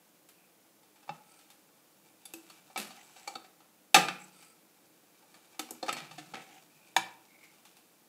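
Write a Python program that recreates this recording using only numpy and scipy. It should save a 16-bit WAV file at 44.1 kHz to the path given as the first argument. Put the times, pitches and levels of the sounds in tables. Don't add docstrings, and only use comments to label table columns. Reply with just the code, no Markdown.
import sys
import numpy as np
from scipy import signal
from scipy.fft import rfft, irfft
from scipy.io import wavfile

SR = 44100
rng = np.random.default_rng(int(sys.argv[2]) if len(sys.argv) > 2 else 0)


def file_out(sig):
    cols = np.atleast_2d(sig).T
    lim = np.clip(cols, -1, 1)
    pcm = np.round(lim * 32767).astype(np.int16)
    wavfile.write(sys.argv[1], SR, pcm)


N = 356328

# t/s, body/dB (0.5-1.1 kHz), thud/dB re body, clank/dB re body, hardness/dB, rise/s,
# chatter/dB, ringing part, its level/dB re body
KNOCKS = [(1.0917, -42, -13, -5.5, -33, 0.00074, -21, "foot", 4),
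          (2.2534, -66, -27, 3, 23, 0.0055, -37, "pin", 25),
          (2.337, -58.5, 4.5, -1.5, 22.5, 0.00024, -20, "post", 12),
          (2.7598, -41.5, -12, 3, -14, 0.001, -17, None, 0),
          (2.776, -48.5, 4, 8.5, 18, 0.00019, -2.5, "edge", 4),
          (3.275, -42.5, -18.5, -4, -2, 0.0013, -22, "bracket", 15),
          (3.354, -47.5, -5, 1, -6, 0.0011, -25, "strap", 11),
          (3.944, -23, -14.5, 7, 5.5, 0.00056, -22, "base", 2),
          (3.9625, -26, -7.5, 2.5, -17, 0.00063, -33, None, 0),
          (4.084, -43, -9, 11, -4, 0.00076, -36, None, 0),
          (5.593, -45.5, -5.5, 5, 13, .0022, -44, "board", 7),
          (5.7082, -52, 2, -18, 18, 0.0003, -32, None, 0),
          (5.827, -39, -4, -10.5, -16, .0019, -20, "screw", 5),
          (5.881, -38, -17, -6.5, -14, .0016, -18, None, 0),
          (5.8907, -42, 3, 11, -4, 0.00046, -31, "strap", 16.5),
          (5.9269, -54.5, 10, 13, 17.5, 0.0007, -19, "pawl", 21.5),
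          (5.966, -48, -20, 5.5, -1.5, .0009, -1, None, 0),
          (6.1804, -49.5, -17, 0, -3.5, 0.0045, -16, "board", 8),
          (6.336, -47.5, 0, 4.5, -9.5, 0.0022, -3, "strap", 8.5),
          (6.9638, -31.5, -16.5, 3, 1.5, 0.00061, -40, "stop", 11)]
# t/s, body/dB, hardness/dB
TAPS = [(0.2883, -76.5, 28), (.831, -73.5, 5), (.958, -70, 0), (1.028, -69.5, 3), (1.078, -59, -19),
        (1.39, -71.5, 15.5), (1.502, -69.5, 17.5), (2.499, -63.5, 12.5), (2.7, -59, -36), (2.906, -57.5, 0),
        (3.162, -60.5, 2), (3.445, -62, -8), (3.603, -65, -10), (4.425, -69.5, 16), (5.226, -67.5, -12),
        (5.342, -65.5, 6.5), (5.546, -66, -8), (5.688, -62.5, 1), (5.862, -53, 3), (6.111, -55, -2.5),
        (7.436, -72, 17), (7.652, -67.5, 13.5), (7.768, -73, 18)]
# low/Hz, high/Hz
BLOW_BANDS = [(100, 450), (500, 1100), (1200, 4500), (5000, 9000), (10000, 15000)]
# t/s, detune/%
LOAD_DETUNE = [(1.1, 5), (2.7, 0.5), (3.3, -3.5), (3.95, .5), (5.6, 0.5), (5.9, -6.5), (6.3, -6), (7, 0.5)]
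# f/Hz, level/dB, nominal t60/s
FRAME_MODES = [(556.4, -10, 0.21), (665, -15, 0.068), (773, 3.5, .12), (852.6, 0.5, 0.11), (963, -20, 0.26),
               (1200, -2.5, .11), (1295, -9, 0.27), (1535, -9.5, 0.052), (1584, -9.5, 0.091),
               (1767, -7.5, 0.11), (2304, -3.5, 0.11), (2400, -13, 0.086), (2650, -9, 0.19),
               (3100, -19, 0.043), (3580, -1, 0.091), (3780, -8, 0.1), (4450, -0.5, 0.087),
               (5160, -9, 0.061), (6620, -9, 0.11), (5790, -13, 0.058), (7100, -18, 0.091),
               (7510, -13, 0.044), (7800, -7.5, 0.21), (10400, -15.5, 0.11), (11580, -17, .1)]
TABLE_MODES = [(239.7, -20.5, .22), (323, -9.5, 0.11), (352, -15.5, 0.037), (380, -18.5, .15),
               (465, -14, 0.078), (512, -15, .14)]
PART_MODES = {"base": [(153, -20.5, 0.65), (178, -17, 0.5), (340.5, -10.5, 0.24), (461, -12, .3),
              (541.6, -6, .2), (676, -5.5, 0.24), (772, -3, .22), (827.5, -1, 0.26), (1220, -3.5, 0.2),
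              (1343, -1, .25), (1580, -5, .2), (1675, -3.5, .12), (1815, -3, .16), (6220, -2.5, 0.13)],
              "stop": [(128, -32, 0.43), (183, -26, .29), (328, -23, 0.24), (501, -19, .1),
              (824, -8, 0.023), (922, 3.5, 0.049), (977, -6.5, 0.14), (1660, -6.5, .052),
              (1760, 6.5, 0.022), (2375, -8.5, 0.06), (3460, 0.5, 0.022)], "foot": [(159.6, -6.5, .26),
              (234, -13, 0.14), (569, -3, .08), (850, 2.5, 0.15), (1260, 0, 0.043)],
              "bracket": [(803, -4.5, 0.061), (4470, -9, 0.053)], "strap": [(1294, 3, 0.042),
              (3630, -22, .055)], "screw": [(4270, 3, 0.029)], "pawl": [(4370, -13.5, 0.35),
              (7700, -2, .044), (9260, -6.5, .04)], "pin": [(3550, -6, 0.067), (4700, -7, 0.047),
              (8240, -10, .05), (10750, 0, .06)], "post": [(329, 0, 0.32), (2620, 7, .045)],
              "board": [(307, -3.5, 0.2)], "edge": [(210, -2, 0.48)]}
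WASHER_MODES = [(1316, 2.5, .2), (1819, -1.5, .2), (2365, -3, .2), (2640, -3, .22), (3420, 0, .18),
                (4370, -0.5, .2), (6164, -2.5, .22), (7066, -4, .2), (7779, -6, .2), (9840, -8, .2)]
# f/Hz, level/dB
WASH_SPECTRUM = [(40, -36), (100, -23), (200, -5), (430, -9), (620, -6), (800, 0), (1050, -5), (1350, -1),
                 (2050, -3), (2500, 0), (4400, -2.5), (5500, -4), (7500, -4), (15500, -15.5)]
# t/s, length/s, level/dB, part
RUBS = [(.33, 0.2, -72, "bearing"), (1.221, .26, -67, "wheel"), (2.86, 0.66, -70, "spring"),
        (2.94, .11, -62.5, "plate"), (4.185, 0.085, -59, "spring"), (4.186, 0.068, -60.5, "pivot"),
        (4.28, 0.32, -65.5, "wheel"), (5.78, .74, -55, "feet"), (6.5, 0.37, -67, "feet"),
        (6.46, 0.17, -63, "plate"), (3.151, .24, -66, "plate"), (6.63, .39, -69, "bearing"),
        (7.22, .4, -67, "pivot"), (7.415, .06, -59, "pivot")]
RUB_RESONANCES = {"wheel": [(1323, 48, -3.5), (2320, 300, -6), (4700, 280, -8), (8200, 300, -3),
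                  (9200, 2600, -4.5)], "spring": [(6100, 700, -8), (7730, 380, 1.5), (9300, 2400, -5.5)],
                  "pivot": [(2220, 250, 0.5)], "bearing": [(2490, 240, -2)], "plate": [(793, 105, 2),
                  (2400, 1400, 1.5), (6600, 2100, -6)], "feet": [(155.4, 32, -6), (331, 41, -18)]}
# t/s, level/dB
SLIDE_LEVEL = [(0.0, -68), (0.97, -68), (1.24, -65), (1.75, -67.5), (2.2, -66), (2.36, -62.5), (3.24, -61),
               (3.53, -68), (3.98, -67.5), (4.09, -57.5), (4.66, -67.5), (5.29, -66), (5.62, -63.5),
               (5.85, -63.5), (6.41, -59.5), (6.57, -64.5), (7.67, -65), (8.08, -67.5)]
# f/Hz, level/dB
SLIDE_SPECTRUM = [(80, 0.5), (155, 15), (230, 0), (320, 7), (500, 2), (1300, 1.5), (2500, 1), (4400, -0.5),
                  (7800, 0.5), (15500, 1)]
# f/Hz, t60/s
ROOM_T60 = [(100, 0.46), (300, 0.48), (800, 0.49), (2500, 0.4), (6000, 0.28), (15000, .25)]
# f/Hz, level/dB, nominal t60/s
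ROOM_MODES = [(121.3, -9.5, .5), (150, -2, .55), (186, 4.5, 0.91), (340, -5, 0.54)]
# f/Hz, level/dB
NOISE_SPECTRUM = [(15, -54.5), (25, -32), (71, -27), (188, -3.5), (274, -8), (305, 0.5), (389, -10),
                  (445, -6.5), (871, -10.5), (970, -14.5), (1050, -13), (1850, -16.5), (2420, -17),
                  (3830, -19.5), (15500, -18)]
TOP_HZ = 15600


def knocks():
    out = np.zeros(N)
    for at_s, *blow, _, _ in KNOCKS:
        add(out, at_s, strike(at_s, *blow))
    return out


def taps():
    out = np.zeros(N)
    for at_s, body_db, hardness_db in TAPS:
        tap = strike(at_s, body_db, thud_db=-19, clank_db=1 + 0.37 * hardness_db,
                     hardness_db=hardness_db, rise_s=0.00051, chatter_db=-7, size=12000)
        add(out, at_s, tap)
    return out


def strike(at_s, body_db, thud_db, clank_db, hardness_db, rise_s, chatter_db, size=30000, heavy_db=-23):
    crack_t60_s = .038 * (undb(-.08 * hardness_db) + undb(body_db - heavy_db)) + .15 * undb(chatter_db)
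    detune_pct = np.interp(at_s, *np.transpose(LOAD_DETUNE))
    blow = impact(np.arange(size) / SR, crack_t60_s, rise_s, chatter_db, hardness_db, detune_pct)
    attack = blow[:int(.03 * SR)]
    attack_db = np.array([20 * np.log10(np.std(band(attack, lo, hi))) for lo, hi in BLOW_BANDS])
    edge_db, click_db = -5 + 0.49 * hardness_db, -14.5 + 1.02 * hardness_db
    gain_db = body_db + np.array([thud_db, 0, clank_db, edge_db, click_db]) - attack_db
    centres_hz = np.sqrt(np.prod(BLOW_BANDS, axis=1))
    return colour(blow, [*zip(centres_hz, gain_db), (TOP_HZ, gain_db[-1] - 4.5)])


def impact(t, crack_t60_s, rise_s, chatter_db, hardness_db, detune_pct, echo_db=-8):
    tick_db, frame_db = 10 + 0.22 * hardness_db, -3 - 0.22 * hardness_db
    grains = noise(len(t)) * undb(11 * noise(len(t)))
    tick = undb(tick_db) * unit(band(noise(len(t)), 4200, 15000, order=1)) * fade(t, t60_s=0.004)
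    crack = unit(colour(noise(len(t)), WASH_SPECTRUM)) * fade(t, crack_t60_s)
    chatter = undb(chatter_db) * through_frame(grains, frame_db - 5) * fade(t, t60_s=0.38)
    t60_scale = (min(crack_t60_s, .1) / 0.17) ** 0.71
    frame = undb(frame_db) * ring(FRAME_MODES, t, t60_scale, scatter_db=6, detune_pct=detune_pct)
    table = undb(-1) * ring(TABLE_MODES, t, t60_scale=0.99, scatter_db=1)
    clatter = tick + undb(4) * (crack + chatter) + table
    onset = 1 - np.exp(-t / rise_s)
    echo = room_echo(onset * (clatter + undb(-5) * frame))
    return onset * (clatter + frame) + undb(echo_db) * echo


def pings(size=20000, buzz_depth=0.015, echo_db=-13, lag_s=0.001435):
    out, t = np.zeros(N), np.arange(size) / SR
    for at_s, body_db, *_, part, part_db in KNOCKS:
        if part:
            ping = 0
            for hz, db, t60_s in PART_MODES[part]:
                buzz = buzz_depth * drift(rate_hz=400)[:size] * (hz > 2000)
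                tone = np.sin(2 * np.pi * hz * np.cumsum(1 + buzz) / SR)
                onset = 1 - np.exp(-t * hz)
                ping += undb(db) * tone * onset * fade(t, t60_s)
            add(out, at_s + lag_s, undb(body_db + part_db) * (ping + undb(echo_db) * room_echo(ping)))
    return out


def washers(bounce_hz=70, gain_db=-9, settle_t60_s=.5, size=9000):
    t, shake = np.arange(N) / SR, np.zeros(N)
    for at_s, body_db, *_, chatter_db, _, _ in KNOCKS:
        add(shake, at_s, undb(body_db + chatter_db) * fade(t[:SR], settle_t60_s))
    out = 0
    for hz, db, t60_s in WASHER_MODES:
        bounces = (rng.random(N) < bounce_hz / SR) * noise(N) * np.sqrt(SR / bounce_hz)
        tone = ring([(hz, db, t60_s)], t[:size], t60_scale=1, scatter_db=0)
        out += undb(db) * signal.oaconvolve(bounces * shake, tone / np.linalg.norm(tone))[:N]
    return undb(gain_db) * out / np.sqrt(len(WASHER_MODES))


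def rubs(catch_db=2, flutter_hz=48, flutter_depth=0.44):
    cycles = np.cumsum(flutter_hz * (1 + 0.107 * drift(rate_hz=8.9))) / SR
    flutter = undb(catch_db * drift(rate_hz=44)) * (1 + flutter_depth * np.sin(2 * np.pi * cycles))
    out = np.zeros(N)
    for at_s, length_s, rub_db, part in RUBS:
        n = int(length_s * SR)
        for hz, width_hz, db in RUB_RESONANCES[part]:
            rub = band(noise(2 * SR), hz - width_hz / 2, hz + width_hz / 2, order=2)[-n:]
            if width_hz > 3 * flutter_hz:
                rub *= flutter[int(at_s * SR):][:n]
            add(out, at_s, undb(rub_db + db) * unit(rub) * signal.windows.tukey(n, .8))
    return out


def slide(grain_db=5, uneven_db=2, rest_db=-68.5, gain_db=-0.5):
    slips = noise(N) * undb(grain_db * np.repeat(noise(N), 16)[:N])
    level_db = np.interp(np.arange(N) / SR, *np.transpose(SLIDE_LEVEL))
    slip_power = np.maximum(undb(level_db) ** 2 - undb(rest_db) ** 2, 0)
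    push = np.sqrt(slip_power) * undb(gain_db + uneven_db * drift(rate_hz=35))
    return unit(colour(through_frame(slips, modes_db=-5), SLIDE_SPECTRUM)) * push


def through_frame(contacts, modes_db, size=8000):
    response = ring(FRAME_MODES + TABLE_MODES, np.arange(size) / SR, t60_scale=.6, scatter_db=-3.5)
    wash = unit(colour(contacts, WASH_SPECTRUM))
    ringing = unit(signal.fftconvolve(contacts, response)[:len(contacts)])
    return unit(wash + undb(modes_db) * ringing)


def room_echo(x, first_wall_s=.004, build_s=0.0072, standing_db=-58):
    n = len(x)
    t, hz = np.arange(n) / SR, np.fft.rfftfreq(n, 1 / SR)
    spectrum = rfft(noise(n))
    octave = np.round(np.log2(np.maximum(hz, 64)))
    tail = sum(irfft(spectrum * (octave == k), n) * fade(t, on_log(2 ** k, ROOM_T60))
               for k in np.unique(octave))
    tail *= np.clip((t - first_wall_s) / build_s, 0, 1)
    standing = undb(standing_db) * ring(ROOM_MODES, t, t60_scale=0.94, scatter_db=5)
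    return signal.fftconvolve(x, tail / np.linalg.norm(tail) + standing)[:n]


def room_noise(level_db=-64):
    return unit(colour(noise(N), NOISE_SPECTRUM)) * undb(level_db)


def ring(modes, t, t60_scale, scatter_db, detune_pct=0):
    out = 0
    for hz, db, t60_s in modes:
        level_draw, pitch_draw, sign_draw = noise(3)
        hz *= 1 + .002 * pitch_draw + detune_pct / 100 * (hz < 1000)
        gain = undb(db + scatter_db * level_draw) * np.sign(sign_draw)
        out += gain * np.sin(2 * np.pi * hz * t) * fade(t, t60_s * t60_scale)
    return out


def colour(x, points, size=4096):
    gain = undb(on_log(np.fft.rfftfreq(size, 1 / SR), points))
    cepstrum = irfft(np.log(gain))
    cepstrum[1:size // 2] *= 2
    cepstrum[size // 2 + 1:] = 0
    return signal.fftconvolve(x, irfft(np.exp(rfft(cepstrum))))[:len(x)]


def band(x, lo_hz, hi_hz, order=3):
    return signal.sosfilt(signal.butter(order, [lo_hz, hi_hz], "band", fs=SR, output="sos"), x)


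def on_log(hz, points):
    points_hz, values = np.transpose(points)
    return np.interp(np.log(hz + 1), np.log(points_hz), values)


def drift(rate_hz):
    knots = np.arange(int(N / SR * rate_hz) + 2)
    return unit(np.interp(np.arange(N) / SR * rate_hz, knots, noise(len(knots))))


def noise(n):
    return rng.standard_normal(n)


def fade(t, t60_s):
    return undb(-60 * t / t60_s)


def undb(db):
    return 10 ** (np.asarray(db) / 20)


def unit(x):
    return x / np.sqrt(np.mean(x ** 2))


def add(out, at_s, x):
    start = int(at_s * SR)
    out[start:start + len(x)] += x[:len(out) - start]


def scene():
    movement = knocks() + taps() + pings() + washers() + rubs() + slide()
    return (band(movement, 112, 20000, order=4) + room_noise())[None]


def record(dry, ceiling=1.7):
    lowpass = signal.ellip(10, .2, 70, TOP_HZ, fs=SR, output="sos")
    return signal.sosfilt(lowpass, ceiling * np.tanh(dry / ceiling))


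dry = scene()
out = record(dry)
file_out(out)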